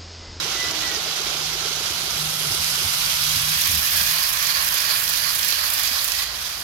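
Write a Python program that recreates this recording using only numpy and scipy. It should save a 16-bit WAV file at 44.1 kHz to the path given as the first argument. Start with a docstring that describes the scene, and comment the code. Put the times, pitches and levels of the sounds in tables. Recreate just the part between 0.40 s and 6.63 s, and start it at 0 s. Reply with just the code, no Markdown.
"""A garden with a concrete viaduct: a model train rolls up, passes close to a two-port camera
microphone and leaves over a bridge. Noise with tiny wheel-rail impacts makes the rolling hiss;
axles tick over rail joints as dying sines, and far joints and piers knock and thump in the deck.
The motor sings two unsteady sines; below lie low noise and deep hums, and a far bird whistles."""
import sys
import numpy as np
from scipy import signal
from scipy.fft import rfft, irfft
from scipy.io import wavfile
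from scipy.ndimage import uniform_filter1d

SR = 44100
rng = np.random.default_rng(int(sys.argv[2]) if len(sys.argv) > 2 else 0)


def generate_wav(signal):
    """Clip the signal to [-1, 1] and save it as 16-bit WAV at the path in sys.argv[1]."""
    frames = np.transpose(np.atleast_2d(signal))
    scaled = np.clip(frames, -1, 1) * 32767
    pcm = np.round(scaled).astype(np.int16)
    wavfile.write(sys.argv[1], SR, pcm)


def field_ratio(decibels):
    """Amplitude ratio for a level in dB (20 dB per decade); scalars and array-likes work."""
    return 10 ** (np.asarray(decibels, dtype=float) / 20)


N = 274743  # length of the scene in samples


def evened(x):
    """Scaled to an rms of one."""
    return x / np.sqrt(np.mean(x ** 2) + 1e-20)


def peaked(x):
    """Scaled to a peak of one."""
    return x / abs(x).max()


def read(hz_points, values, hz):
    """A table read along a logarithmic frequency axis."""
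    return np.interp(np.log(hz + 1), np.log(np.asarray(hz_points) + 1), values)


def add(mix, s, sound):
    """Lays a sound into the mix from second s on, cut at the end of the mix."""
    part = mix[..., round(s * SR):][..., :sound.shape[-1]]
    part += sound[..., :part.shape[-1]]


def sides(pan_db):
    """Left and right gains, pan_db apart, whose summed power is the same at any pan."""
    left = field_ratio(pan_db)
    return 2 * np.array([left, np.ones_like(left)]) / np.sqrt(1 + left ** 2)


# How alike the two ports hear: (frequency [Hz], likeness [0-1])
LIKENESS = [(100, 0.93), (300, 0.86), (700, 0.65), (1500, 0.23), (3000, 0.1), (15000, 0.11)]
# How much later the left port hears: (time [s], delay [ms])
LEFT_DELAY = [(0, 0.042), (2, 0.09), (3, 0.28), (4.5, 0.45), (5.3, 0.408), (5.9, .05)]


def pair(drive, size):
    """Short-time spectra of two drives, mixed to the likeness and lag of the ports."""
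    hz, t, (a, b) = signal.stft(drive, SR, nperseg=size, noverlap=size - size // 4)
    same = np.clip(read(*np.transpose(LIKENESS), hz), 0, 1)[:, None]
    delay_s = np.interp(t, *np.transpose(LEFT_DELAY)) / 1000
    late = np.exp(-2j * np.pi * hz[:, None] * delay_s)
    left = (same * a + np.sqrt(1 - same ** 2) * b) * late
    return hz, t, np.array([left, a])


def rough_drive(grit_db=1.6, grit_per_s=900, grit_share=0.3, grit_hz=4200):
    """Rough wheels on rough rails: smooth noise, made uneven in the treble by small impacts."""
    strength = field_ratio(grit_db * np.minimum(rng.exponential(1, N), 4))
    grit = strength * (rng.random(N) < grit_per_s / SR)
    grit = signal.lfilter([1], [1, -.93], grit)  # each impact lasts under a millisecond
    smooth = rng.standard_normal((2, N))
    envelope = evened(np.sqrt(1 + grit_share * evened(grit) ** 2))
    rough = smooth * (envelope - 1)
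    lower = signal.filtfilt(*signal.butter(2, grit_hz, fs=SR), rough)
    return smooth + rough - lower  # the impacts live in the treble


# Rolling noise as each port colours it: (frequency [Hz], left [dB], right [dB])
PORT_COLOUR = [(492, -19.5, -16.5), (780, -8, -7.5), (1020, -7.5, -5), (1500, -5, -4), (2190, -8, -5.5),
               (3140, -18.5, -9), (5000, -16.5, -3.5), (6240, -21, -6), (7070, -23, -9.5),
               (7370, -20, -12.5), (8140, -15.5, -13), (9850, -14.5, -12.5), (11060, -14.5, -1.5),
               (12900, -10.5, -4), (14700, -15, -8.5), (15600, -30, -12), (16400, -36, -16)]
# Colour added with distance: (frequency [Hz], level [dB])
FAR_COLOUR = [(600, -4), (1800, -5.5), (3000, 3), (7000, 0.5), (9000, 6), (12000, -1.5), (15500, -9)]
# Resonances of rail and deck: (frequency [Hz], width [Hz], level from afar [dB], level near [dB])
TRACK_MODES = [(623, 150, -9, 6.5), (764, 45, -1, -4.5), (1097, 113, -2, 9), (1400, 170, 7.5, 3),
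               (1680, 120, -10, 9.5), (1910, 133, -7, 5), (2470, 190, -5, 5), (3190, 580, 4.5, 4.5),
               (3450, 180, -1, 2.5), (3900, 190, 3, 2)]


def rolling_colour(hz, near):
    """Spectrum in dB at each port: ports, distance and the resonances of rail and deck."""
    f, left, right = np.transpose(PORT_COLOUR)
    colour = np.array([read(f, left, hz), read(f, right, hz)])[..., None]
    colour = colour + read(*np.transpose(FAR_COLOUR), hz)[:, None] * (1 - near)
    for f0, width, far_db, near_db in TRACK_MODES:
        bell = 1 / (1 + (2 * (hz[:, None] - f0) / width) ** 2)
        colour += (far_db + (near_db - far_db) * near) * bell
    return colour


# Left over right of the fizz as the camera follows: (time [s], level [dB])
FIZZ_PAN = [(0, 2), (1.2, 1), (1.5, -1), (3.6, -2), (3.95, -5), (5, -6), (5.83, -5), (5.87, 1)]


def turned(s):
    """Left over right in dB as the camera follows the train."""
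    return np.interp(s, *np.transpose(FIZZ_PAN))


# Swing of drone, ring, song and fizz, a row each: (once a car [dB], its top [car lengths],
# twice a car [dB], its top [car lengths])
CAR_SWELL = [(1.1, .75, .6, .3), (.9, .5, .7, .38), (5.6, .67, 2.5, .36), (.5, .1, .3, .0)]


def swells(t, from_s=3.6, full_s=4.05):
    """Level swing in dB of each ringing range while car after car goes by."""
    starts = [row[0] for row in NEAR_JOINT]
    ends = starts + [2 * starts[-1] - starts[-2]]
    car = np.interp(t, ends, np.arange(len(starts) + 1))
    depth = np.clip((t - from_s) / (full_s - from_s), 0, 1) * (car < len(starts))
    swings = []
    for once_db, top, twice_db, tops in CAR_SWELL:
        once = once_db * np.cos(2 * np.pi * (car - top))
        twice = twice_db * np.cos(2 * 2 * np.pi * (car - tops))
        swings.append(depth * (once + twice))
    return swings


# Rolling levels before the swing of the cars: (time [s], rail drone [dB], wheel ring [dB],
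# wheel song [dB], contact fizz [dB])
ROLLING_LEVEL = [(0, -37.3, -28.8, -47, -40.8), (1.4, -38, -28.5, -46, -38.5),
                 (1.8, -38, -28.5, -50, -34.5), (2.2, -36, -27, -46, -31), (2.6, -35, -25.5, -38, -29.5),
                 (3, -35.5, -25.5, -43, -29), (3.3, -36.8, -25.5, -43, -27.5), (3.63, -34, -25.8, -34, -26),
                 (4, -34, -27.5, -35, -29), (4.5, -33.5, -27.5, -34, -28), (5, -35, -28, -35, -28.8),
                 (5.4, -35, -28, -36, -29), (5.62, -37.5, -28.8, -36, -30.5), (5.83, -39, -29.5, -39, -31),
                 (5.86, -42, -34.5, -40, -41.5), (6, -41, -33, -46, -37), (6.1, -41, -32.5, -43, -37.5),
                 (6.23, -42.5, -37.5, -43, -39)]
# How near the train is to the microphone: (time [s], nearness [0-1])
TRAIN_NEARNESS = [(0, 0.5), (1.5, 0.33), (2.2, 0.33), (2.9, 0.55), (3.4, 0.99), (5.83, 0.88), (5.87, 0.8),
                  (6.23, 0.67)]


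def rolling(patchy_db=1.24, flutter_db=0.75):
    """Rough contact excites four ringing ranges: rail drone, wheel ring, wheel song and fizz."""
    hz, t, z = pair(rough_drive(), size=512)
    near = np.clip(np.interp(t, *np.transpose(TRAIN_NEARNESS)), 0, 1)
    colour = rolling_colour(hz, near)
    patches = uniform_filter1d(rng.standard_normal(z.shape), 5, 1)
    patches = evened(uniform_filter1d(patches, 12, 2))
    flutter = evened(uniform_filter1d(rng.standard_normal(len(t)), 6))  # wheels lift and land together
    z = z / np.sqrt(np.mean(abs(z) ** 2))
    z = z * field_ratio(colour + patchy_db * patches + flutter_db * flutter)

    low = 1 / (1 + (hz / 2500) ** 8)
    high = 1 / (1 + (7400 / (hz + 1)) ** 24)
    bass_cut = 1 / (1 + (520 / (hz + 1)) ** 6)
    # a broad wheel resonance, swells and sinks as each car passes
    song = np.exp(-((hz - 4550) / 480) ** 2)
    shares = (low * bass_cut, (1 - low) * (1 - high), song, high)
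    pans_db = (-0.5 - 4.5 * near, -9.5, -18, turned(t))  # left over right
    s, *levels = np.transpose(ROLLING_LEVEL)
    power_gain = 0
    for share, level, pan, swell_db in zip(shares, levels, pans_db, swells(t)):
        power = (share[:, None] * field_ratio(2 * colour)).sum(1, keepdims=True)
        level_gain = field_ratio(np.interp(t, s, level) + swell_db) * sides(pan + 0 * t)
        power_gain = power_gain + share[:, None] / power * level_gain[:, None] ** 2
    sound = signal.istft(z * np.sqrt(power_gain), nperseg=512, noverlap=384)[1]
    return sound[:, :N] * np.sqrt(3 / 4)


# Couplings over the near joint: (time [s], then the level of each axle [dB])
NEAR_JOINT = [(2.8083, -16, -22), (3.1754, -16, -7, -7.5, -12), (3.5338, -12, -8, -8, -15),
              (3.8922, -9, -14, -12, -10), (4.2461, -12, -9, -6, -12), (4.598, -10, -9, -8, -16),
              (4.9508, -8, -12, -8, -8), (5.302, -8, -9, -8, -11), (5.6436, -7.5, -9)]
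# Single axles over other joints: (time [s], level [dB])
SINGLE_TICKS = [(1.7933, -20), (2.0032, -22), (2.5339, -20), (2.9141, -14), (2.9585, -12), (3.4707, -16),
                (4.7594, -14), (4.796, -18), (5.8386, -19), (6.097, -22)]
# Two bogies either side of a coupling: place of each axle [car lengths]
AXLE_PLACES = [0, .1035, .272, .376]


def strikes():
    """Every axle blow: time, level, then wheel ring, plate ring and chatter against the tick."""
    next_cars, next_levels = .1145, [-19, -16, -17, -15]  # the next joint along, in car lengths and dB
    car_s = np.gradient([row[0] for row in NEAR_JOINT])
    rows = [(s, db, 0.0, -28, -6) for s, db in SINGLE_TICKS]
    for (s, *levels), car in zip(NEAR_JOINT, car_s):
        for place, db, next_db in zip(AXLE_PLACES, levels, next_levels):
            rows.append((s + place * car, db, -11, -28, -2.5))
            # the next joint along rings the wheels more
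            rows.append((s + (place + next_cars) * car, next_db, 4, -30, -6))
    return rows


def rings(modes, t, detune):
    """Dying sines of one struck part."""
    return sum(field_ratio(db - 60 * t / t60) * np.sin(2 * np.pi * hz * d * t)
               for (hz, db, t60), d in zip(modes, detune))


# Rings of the struck rail: (frequency [Hz], level [dB], time to fall 60 dB [s])
RAIL_MODES = [(9300, -8, .002), (10800, -2, .002), (12400, 0, .002), (13700, -2, .002), (15000, -6, .002)]
# Rings of the joint plate: (frequency [Hz], level [dB], time to fall 60 dB [s])
PLATE_MODES = [(7420, 3, .012)]
# Rings of the wheel: (frequency [Hz], level [dB], time to fall 60 dB [s])
WHEEL_MODES = [(3400, -5, .006), (4200, -2, .007), (4900, 0, .007), (5600, -1, .006), (6300, -1, .006)]
# A wheel chatters off the joint, about which each blow scatters: (delay [ms], level [dB])
CHATTER = [(2.5, 0), (4.7, -3)]


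def joints(rise_ms=.06):
    """Each axle strikes the gap and chatters, ringing rail, joint plate and wheel."""
    out, t = np.zeros((2, N)), np.arange(1500) / SR
    blows = strikes()
    chance = rng.standard_normal((len(blows), 2, 16))
    rise = 1 - np.exp(-1000 * t / rise_ms)
    for (s, db, wheel_db, plate_db, chatter_db), sides_chance in zip(blows, chance):
        pan = 2.6 * turned(s)
        plate_db = plate_db - 2.2 * turned(s)
        tick = np.zeros((2, 2000))
        for side, c in zip(tick, sides_chance):
            rail = peaked(rise * rings(RAIL_MODES, t, 1 + .025 * c))
            rail = rail + field_ratio(plate_db) * rise * rings(PLATE_MODES, t, 1 + .01 * c)
            wheel = field_ratio(wheel_db) * peaked(rise * rings(WHEEL_MODES, t, 1 + 0.06 * c[5:]))
            add(side, 0, rail + wheel / 2)  # the wheel answers most on the rebounds
            for (ms, bounce_db), j, k in zip(CHATTER, c[10:], c[13:]):
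                rebound = field_ratio(chatter_db) * rail + wheel
                add(side, abs(ms + 0.5 * j) / 1000, field_ratio(bounce_db + 1.5 * k) * rebound)
        add(out, s, field_ratio(db) * sides(pan)[:, None] * tick)
    f, left, right = np.transpose(PORT_COLOUR)
    hz = np.clip(np.fft.rfftfreq(N, 1 / SR), 0, 9000)
    shade = read(f, left - right, hz) - read(f, left - right, hz[-1])
    out[0] = irfft(rfft(out[0]) * field_ratio(np.minimum(shade, 0)), N)  # the left port dulls the lower rings
    return out


# Couplings over far joints, heard through the deck: (time [s], then the level of each axle [dB])
FAR_JOINTS = [(.045, -34, -36, -36, -42), (.232, -36, -46, -39), (.405, -46, -40, -34, -40),
              (.527, -45, -34, -42, -36), (.76, -41, -34, -34, -41), (.905, -42, -35, -37, -45),
              (1.11, -41, -33, -36, -32), (1.265, -41, -34.5, -42, -35), (1.462, -46, -36, -46, -41),
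              (1.631, -38.5, -36, -42, -39), (1.812, -47, -45), (2.0, -38, -38, -39, -34.5),
              (2.372, -40, -37)]


def knocks(car_s=.368, middle_hz=410, spread=.09):
    """Axles over far joints: time, level and a scattered pitch."""
    rows = [(s + place * car_s, db)
            for s, *levels in FAR_JOINTS for place, db in zip(AXLE_PLACES, levels)]
    pitch = middle_hz * (1 + spread * rng.uniform(-1, 1, len(rows)))
    return [(s, db, hz) for (s, db), hz in zip(rows, pitch)]


# Bogies crossing the near piers: (time [s], level [dB], frequency [Hz])
PIER_THUMPS = [(2.057, -33, 137), (2.099, -32, 109), (2.179, -32.5, 80.7), (2.435, -31.5, 89),
               (2.948, -30.5, 99.6), (3.279, -32, 94.2), (3.32, -29, 78), (3.359, -34, 75),
               (3.531, -34.5, 86.1), (3.589, -34, 73.4), (5.509, -40, 228)]


def deck():
    """Short rising knocks from far joints, and low thumps as bogies cross the near piers."""
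    out = np.zeros(N)
    # events, cycles in each, rise of pitch, then ratio and level [dB] of the second deck mode
    kinds = ((knocks(), 11.0, .5, 1.9, -9), (PIER_THUMPS, 6.0, -.1, 2.6, -12))
    for events, cycles, rise, upper, upper_db in kinds:
        for s, db, hz in events:
            u = np.linspace(0, 1, round(cycles / hz * SR))
            shape = peaked(u ** 2 * np.exp(-6.5 * u))  # soft start through the concrete
            shape = shape * signal.windows.tukey(len(u), .3)
            turns = 2 * np.pi * cycles * (u + rise * (u ** 2 - u) / 2)
            modes = np.sin(turns) + field_ratio(upper_db) * np.sin(upper * turns)
            add(out, s, field_ratio(db) * shape * modes)
    return out


# Armature hum, before its throb: (time [s], first order [dB], second order [dB])
MOTOR_LEVEL = [(0, -50, -50), (.06, -46, -56), (.13, -64, -62), (.31, -51, -45), (.5, -54, -45),
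               (.62, -55, -62), (1.07, -45, -62), (1.25, -50, -60), (1.54, -48, -66), (1.72, -48, -62),
               (1.8, -39.5, -60), (2.2, -45, -64), (2.71, -48.5, -66), (2.83, -41, -68), (3.16, -42, -66),
               (3.24, -56, -66), (3.36, -44, -66), (3.45, -60, -70), (3.6, -47, -66), (3.75, -47, -63),
               (3.82, -62, -66), (4.16, -52, -63), (4.4, -58, -58), (4.6, -56, -70), (6.23, -60, -68)]


def motor(armature_hz=155, waver=.012, throb_db=2.0):
    """Two orders of the armature hum, unsteady in speed and strength."""
    s, *levels = np.transpose(MOTOR_LEVEL)
    t = np.arange(N) / SR
    drift = evened(uniform_filter1d(rng.standard_normal(N), 2000))
    throb = evened(uniform_filter1d(rng.standard_normal(N), 2000))
    turns = np.cumsum(armature_hz * (1 + waver * drift)) / SR
    orders = sum(field_ratio(np.interp(t, s, db)) * np.sin(2 * np.pi * k * turns)
                 for k, db in enumerate(levels, 1))
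    return np.sqrt(2) * field_ratio(throb_db * throb) * orders


# Fuzzy deep hums: (frequency [Hz], width [Hz], level [dB])
DEEP_HUMS = [(53, 2.5, -52), (76.8, 10, -54)]


def hums():
    """Two deep wavering hums: slow noise carried on a tone."""
    t = np.arange(N) / SR
    shape = (len(DEEP_HUMS), N)
    slow = rng.standard_normal(shape) + 1j * rng.standard_normal(shape)
    out = np.zeros(N)
    for (hz, width, db), noise in zip(DEEP_HUMS, slow):
        narrow = signal.lfilter([1], [1, -np.exp(-np.pi * width / SR)], noise)
        out += field_ratio(db) * evened((narrow * np.exp(2j * np.pi * hz * t)).real)
    return out


# Spectrum of the garden and deck rumble: (frequency [Hz], relative level [dB])
RUMBLE_COLOUR = [(20, -40), (33, -31), (45, -17), (62, -14), (100, -13), (130, -13.5), (190, -14.5),
                 (300, -16), (400, -13), (560, -11), (800, -8), (1040, -41), (1760, -120)]
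# Strength of its two parts: (time [s], deep part [dB], deck part [dB])
RUMBLE_PARTS = [(0, -49, -42), (.43, -49, -41.5), (.95, -59, -43), (1.34, -49, -44.5), (1.84, -48, -44.5),
                (2.43, -48.5, -47), (2.97, -43, -53), (3.52, -48, -52), (3.89, -50.5, -55),
                (4.48, -54, -49), (4.8, -49.5, -52), (5.8, -58, -52), (6.23, -52, -51)]


def rumble():
    """Low noise of the garden and the deck, near mono."""
    hz, t, z = pair(rng.standard_normal((2, N)), size=4096)
    s, deep_db, deck_db = np.transpose(RUMBLE_PARTS)
    colour = field_ratio(read(*np.transpose(RUMBLE_COLOUR), hz))[:, None]
    deep = 1 / (1 + (hz[:, None] / 185) ** 8)
    parts = ((deep, deep_db), (1 - deep, deck_db))
    gain = sum(w / np.linalg.norm(w * colour) * field_ratio(np.interp(t, s, db)) for w, db in parts)
    z = z / np.sqrt(np.mean(abs(z) ** 2)) * colour * gain
    return signal.istft(z, nperseg=4096, noverlap=3072)[1][:, :N]


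# Far bird, one table a note, before waver and throb: (time [s], frequency [Hz], level [dB])
BIRD_NOTES = [
    [(.135, 1985, -44), (.17, 1988, -38), (.21, 1984, -31.5), (.27, 1986, -34), (.31, 1985, -44),
     (.4, 1960, -48)],
    [(.4, 1960, -44), (.455, 1965, -33), (.495, 1950, -36), (.52, 1920, -41), (.555, 1880, -35),
     (.585, 1865, -47)],
    [(5.72, 1910, -46), (5.74, 1915, -35), (5.765, 1925, -47), (5.79, 1935, -39), (5.85, 1940, -45),
     (5.95, 1910, -44)],
]
# Left over right of each note as the camera turns: level [dB]
NOTE_PANS = [3, 3, -8]


def bird(waver=.004, throb_db=1.5):
    """Soft, slightly unsteady whistled notes: one gliding sine each."""
    out = np.zeros((2, N))
    for rows, pan in zip(BIRD_NOTES, NOTE_PANS):
        s, hz, db = np.transpose(rows)
        t = np.arange(s[0], s[-1], 1 / SR)
        drift = evened(uniform_filter1d(rng.standard_normal(N), 600))[:len(t)]
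        turns = np.cumsum(np.interp(t, s, hz) * (1 + waver * drift)) / SR
        level = field_ratio(np.interp(t, s, db) + throb_db * drift[::-1])
        note = level * np.sin(2 * np.pi * turns) * signal.windows.tukey(len(t), .2)
        add(out, s[0], sides(pan)[:, None] * note)
    return out


def scene():
    """Train, deck, motor, garden and bird together at the two ports."""
    low = (deck() + motor() + hums()) * field_ratio([[-.5], [.5]])  # slightly to the right
    return rolling() + joints() + low + rumble() + bird()


def roll_off(x):
    """The treble ends steeply here."""
    return signal.sosfilt(signal.butter(12, 16300, fs=SR, output="sos"), x)


def record(dry):
    """The camera microphone's band limit: a steep low-pass on both ports."""
    low_pass = signal.firwin(511, 15950, window=("kaiser", 9), fs=SR)
    limited = signal.oaconvolve(dry, low_pass[None], "same")
    return roll_off(limited)


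dry = scene()
out = record(dry)
generate_wav(out)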